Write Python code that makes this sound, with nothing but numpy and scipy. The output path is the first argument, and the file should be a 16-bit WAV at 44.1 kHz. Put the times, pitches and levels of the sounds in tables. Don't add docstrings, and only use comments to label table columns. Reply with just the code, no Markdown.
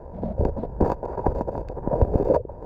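import sys
import numpy as np
from scipy import signal
from scipy.fft import rfft, irfft, next_fast_len
from scipy.io import wavfile
from scipy.ndimage import uniform_filter1d, map_coordinates

SR = 44100
rng = np.random.default_rng(int(sys.argv[2]) if len(sys.argv) > 2 else 0)


def bounce(signal):
    frames = np.transpose(np.atleast_2d(signal))
    limited = np.clip(frames, -1, 1)
    pcm = np.round(limited * 32767).astype(np.int16)
    wavfile.write(sys.argv[1], SR, pcm)


N = 116865

# frequency in Hz, gain in dB.
RUMBLE_SPECTRUM = [(12, -18.5), (28, -3.5), (70, -5), (120, -12), (250, -27.5), (1500, -83.5)]
# time in seconds, level in dB.
RUMBLE_LEVELS = [(0, -46), (.26, -33.5), (.6, -35), (.9, -30.5), (1.05, -41.5), (1.23, -33), (1.3, -29),
                 (1.7, -37.5), (2.0, -29.5), (2.3, -30), (2.45, -39), (2.65, -39.5)]
# start in seconds, length in seconds, level in dB, relative fizz in dB.
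GURGLES = [(0.138, 0.067, -33.5, -59), (0.221, 0.041, -31, -40.5), (0.264, 0.061, -30.5, -52),
           (0.583, 0.071, -30, -45)]
# frequency in Hz, width in Hz, relative level in dB.
CAVITY_MODES = [(204, 64, 5.5), (605, 128, -1.5)]
# time in seconds, push in dB, hollow ring in dB, rasp in dB.
KNOCKS = [(.2366, -18, -16, -30), (.4122, -13, -23, -32), (.4553, -9, -14, -20), (.6365, -13, -19, -30),
          (.8130, -4, -11, -23), (.8268, -9, -19, -24), (.8387, -10, -26, -26), (.9030, -22, -21, -18),
          (.9215, -20, -22, -16), (1.2671, -5, -12, -14), (1.4117, -12, -19, -17), (1.5555, -24, -24, -22),
          (1.5805, -22, -25, -24), (1.8768, -9, -14, -24), (1.932, -17, -18, -23), (2.017, -20, -12, -18),
          (2.051, -22, -22, -30), (2.1578, -4, -12, -28), (2.2018, -14, -19, -32), (2.229, -18, -22, -34),
          (2.3495, -24, -13, -17)]
# frequency in Hz, gain in dB.
HOLLOW_RESPONSE = [(40, -14.5), (130, -2.5), (300, -2), (440, 5.5), (505, 6), (555, 5.5), (640, -2),
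                   (760, -4), (1000, -34.5), (1400, -63)]
# frequency in Hz, gain in dB.
RASP_RESPONSE = [(300, -42.5), (650, 0), (800, 0.5), (870, 0.5), (955, 6.5), (1080, -13.5), (1300, -19),
                 (1680, -20), (1950, -33), (2500, -44), (3200, -107.5)]
# frequency in Hz, gain in dB.
GRIT_RESPONSE = [(600, 3), (1300, 2), (1560, 12), (1910, 0), (2090, 7), (2290, -1), (2580, 8), (3200, -13),
                 (3680, 1), (3970, -12), (4280, 0), (4800, 3), (5400, -10), (5950, -3), (6350, -10),
                 (6680, -3), (8400, -17), (10500, -22), (13500, -11), (16000, -13)]
# start in seconds, end in seconds, hollow ring in dB, rasp in dB, grit in dB.
STROKES = [(0.381, 0.495, -26.5, -45, -67), (0.564, 0.589, -30.5, -40, -70),
           (0.629, 0.649, -27.5, -46, -82), (.804, 0.831, -20.5, -32.5, -64.5),
           (0.843, 0.883, -23, -29, -56), (0.894, .93, -27, -31, -55.5), (1.028, 1.06, -28.5, -35, -70.5),
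           (1.076, 1.156, -36.5, -37.5, -69), (1.173, 1.201, -27.5, -31.5, -65.5),
           (1.194, 1.258, -40.5, -42.5, -73), (1.259, 1.27, -19, -23, -58), (1.271, 1.326, -31, -40, -67.5),
           (1.347, 1.419, -29, -39, -61), (1.474, 1.495, -25, -36, -67), (1.516, 1.62, -33.5, -45.5, -67.5),
           (1.695, 1.724, -33.5, -45.5, -73), (1.765, 1.789, -30, -38.5, -81),
           (1.829, 1.912, -37, -40, -79.5), (1.908, 1.969, -25, -34.5, -69),
           (1.976, 2.05, -27.5, -39.5, -67.5), (2.059, 2.141, -31.5, -47.5, -72),
           (2.131, 2.233, -28.5, -38.5, -62), (2.245, 2.354, -27, -37.5, -61),
           (2.343, 2.361, -29.5, -25, -53.5), (2.618, 2.657, -37, -48, -75)]
# hollow ring, rasp and grit, each in dB.
RUB_DB = [-44, -50, -81]
# time in seconds, pitch in Hz, peak in dB.
THUMPS = [(0.397, 70, -11.5), (0.425, 72, -12), (0.458, 50, -13.5), (0.49, 45, -17.5), (0.823, 60, -13.5),
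          (1.284, 66, -13.5), (2.025, 68, -6), (2.155, 60, -12)]
# time in seconds, peak in dB, low-pass cutoff in Hz.
TICKS = [(0.451, -28, 2500), (0.8114, -34.5, 12200), (0.8987, -36.5, 12100), (.919, -28, 12300),
         (1.054, -42, 8850), (1.2644, -41, 2500), (1.4097, -44, 9000), (1.579, -38.5, 6000),
         (1.6865, -30.5, 5000), (1.963, -47.5, 3500), (2.0185, -34, 2650), (2.3459, -32, 7000)]
# start in seconds, length in seconds, pitch in Hz, level in dB.
CATCHES = [(1.088, 0.018, 380, -32.5), (1.242, 0.0055, 880, -27.5), (1.919, 0.025, 600, -23),
           (2.293, 0.019, 322, -24), (2.004, 0.012, 500, -24), (2.139, 0.012, 440, -21.5),
           (2.198, 0.021, 430, -22), (2.27, 0.005, 480, -22.5), (2.299, 0.023, 560, -15.5),
           (2.332, 0.0085, 379.3, -23.5), (2.341, 0.0033, 870, -29.5), (2.359, 0.016, 565, -19),
           (2.385, .026, 535, -31.5)]
# start in seconds, pitch in Hz, envelope peak in dB, decay in seconds.
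BUBBLES = [(2.45, 413, -22.5, 0.0016), (2.493, 575, -28, 0.0042), (2.492, 867, -31, 0.0017)]


def undb(db):
    return 10 ** (np.asarray(db) / 20)


def unit_rms(x):
    return x / np.sqrt(np.mean(x ** 2))


def steady_rms(x, window_s=.025):
    return x / np.sqrt(uniform_filter1d(x ** 2, int(window_s * SR)))


def colour(x, response):
    hz, db = np.array(response).T
    size = next_fast_len(2 * N)
    bins_hz = np.maximum(np.fft.rfftfreq(size, 1 / SR), 1)
    gain = undb(np.interp(np.log(bins_hz), np.log(hz), db))
    cepstrum = irfft(np.log(gain), size)
    cepstrum[1:size // 2] *= 2
    cepstrum[size // 2 + 1:] = 0
    return irfft(rfft(x, size) * np.exp(rfft(cepstrum)), size)[:N]


def resonate(x, hz, width_hz, passes=1):
    for _ in range(passes):
        x = signal.lfilter(*signal.iirpeak(hz, hz / width_hz, fs=SR), x)
    return x


def wander(rate_hz):
    knots = rng.standard_normal(2048)
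    return unit_rms(map_coordinates(knots, [np.arange(N) / SR * rate_hz], mode="wrap"))


def grains(per_s, spread_db):
    occurs = rng.random(N) < per_s / SR
    size = np.minimum(rng.exponential(size=N), 5)
    return occurs * undb(spread_db * size) * rng.choice([-1, 1], N)


def gate(t, start_s, length_s, attack_s=.004, release_s=.006):
    attack = np.clip((t - start_s) / attack_s + .5, 0, 1)
    return attack * np.exp(-np.maximum(t - start_s - length_s, 0) / release_s)


def strike(times_s, peaks_db, response):
    ring = colour(signal.unit_impulse(N), response)
    hits = np.zeros(N)
    for at_s, db in zip(times_s, peaks_db):
        hits[int(at_s * SR)] += undb(db)
    return signal.fftconvolve(hits, ring / np.abs(ring).max())[:N]


def water(t):
    level_db = np.interp(t, *np.array(RUMBLE_LEVELS).T)
    return undb(level_db) * unit_rms(colour(rng.standard_normal(N), RUMBLE_SPECTRUM))


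def gurgles(t):
    churn = grains(per_s=630, spread_db=0)
    modes = [undb(db) * unit_rms(resonate(churn, hz, width_hz, passes=2))
             for hz, width_hz, db in CAVITY_MODES]
    cavity = unit_rms(sum(modes))
    fine_clicks = grains(per_s=5400, spread_db=.5)
    fizz = unit_rms(resonate(fine_clicks, hz=3800, width_hz=2400, passes=4))
    return sum(undb(db) * gate(t, start_s, length_s, attack_s=.016) * (cavity + undb(fizz_db) * fizz)
               for start_s, length_s, db, fizz_db in GURGLES)


def knocks(t, push_s=.00055, ring_lead_s=.0025):
    times_s, push_db, hollow_db, rasp_db = np.array(KNOCKS).T
    hollow = strike(times_s - ring_lead_s, hollow_db, HOLLOW_RESPONSE)
    rasp = strike(times_s - ring_lead_s, rasp_db, RASP_RESPONSE)
    push = -sum(undb(db) * np.exp(-.5 * ((t - at_s) / push_s) ** 2)
                for at_s, db in zip(times_s, push_db))
    spring_back = -resonate(push, hz=55, width_hz=70)
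    return push + spring_back + hollow - rasp


def scraping(t, judder_db=1.5, lift_db=-11):
    judder = unit_rms(undb(judder_db * wander(rate_hz=113.13)))
    slips = judder * grains(per_s=1400, spread_db=2.5)
    crackle = judder * grains(per_s=1500, spread_db=2.8)
    rub_contact = 1 - (1 - undb(lift_db)) * gate(t, start_s=2.38, length_s=.10)
    starts_s, ends_s, *stroke_db = np.array(STROKES).T

    def layer(index, force, response, edge_s):
        gates = np.array([gate(t, start_s, length_s, edge_s, edge_s)
                          for start_s, length_s in zip(starts_s, ends_s - starts_s)])
        stroke_power = undb(stroke_db[index]) ** 2 @ gates ** 2
        rub_power = (undb(RUB_DB[index]) * rub_contact) ** 2
        return np.sqrt(stroke_power + rub_power) * steady_rms(colour(force, response))

    hollow = layer(0, slips, HOLLOW_RESPONSE, edge_s=.006)
    rasp = layer(1, slips, RASP_RESPONSE, edge_s=.006)
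    grit = layer(2, crackle, GRIT_RESPONSE, edge_s=.009)
    return hollow + rasp + grit


def thumps(t, attack_s=.0021, decay_s=.01):
    out = np.zeros(N)
    for at_s, hz, db in THUMPS:
        age_s = t - at_s
        width_s = np.where(age_s < 0, attack_s, decay_s)
        out -= undb(db) * np.exp(-(age_s / width_s) ** 2) * np.cos(2 * np.pi * hz * age_s)
    return out


def ticks():
    ring = colour(signal.unit_impulse(N), GRIT_RESPONSE)
    out = np.zeros(N)
    for at_s, db, cutoff_hz in TICKS:
        tick = signal.lfilter(*signal.butter(1, cutoff_hz, fs=SR), ring)
        start = int(at_s * SR)
        out[start:] += undb(db) * tick[:N - start] / np.abs(tick).max()
    return out


def catches(t, chatter_hz=260, wobble_depth=.09, roughness_db=3, sag_per_s=2):
    wobble = wobble_depth * wander(chatter_hz)
    roughness = steady_rms(undb(roughness_db * wander(chatter_hz)))
    out = np.zeros(N)
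    for start_s, length_s, hz, db in CATCHES:
        pitch_hz = hz * np.exp(wobble - sag_per_s * np.maximum(t - start_s, 0))
        tone = unit_rms(np.sin(2 * np.pi * np.cumsum(pitch_hz) / SR))
        out += undb(db) * gate(t, start_s, length_s, release_s=.005) * tone
    return roughness * out


def bubbles(t, attack_s=.0032, rise_per_s=.25):
    out = np.zeros(N)
    for start_s, hz, db, decay_s in BUBBLES:
        age_s = np.maximum(t - start_s, 0)
        envelope = (1 - np.exp(-(age_s / attack_s) ** 2)) * np.exp(-age_s / decay_s)
        tone = np.sin(2 * np.pi * hz * age_s * (1 + rise_per_s * age_s))
        out += undb(db) * envelope / envelope.max() * tone
    return out


def scene():
    t = np.arange(N) / SR
    contacts = knocks(t) + scraping(t) + thumps(t) + ticks() + catches(t)
    return (contacts + gurgles(t) + bubbles(t) + water(t))[None]


def record(dry, low_cut_hz=4, high_cut_hz=15800):
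    high_pass = signal.butter(1, low_cut_hz, "high", fs=SR, output="sos")
    low_pass = signal.ellip(8, .2, 70, high_cut_hz, fs=SR, output="sos")
    return signal.sosfilt(low_pass, signal.sosfilt(high_pass, dry))


dry = scene()
out = record(dry)
bounce(out)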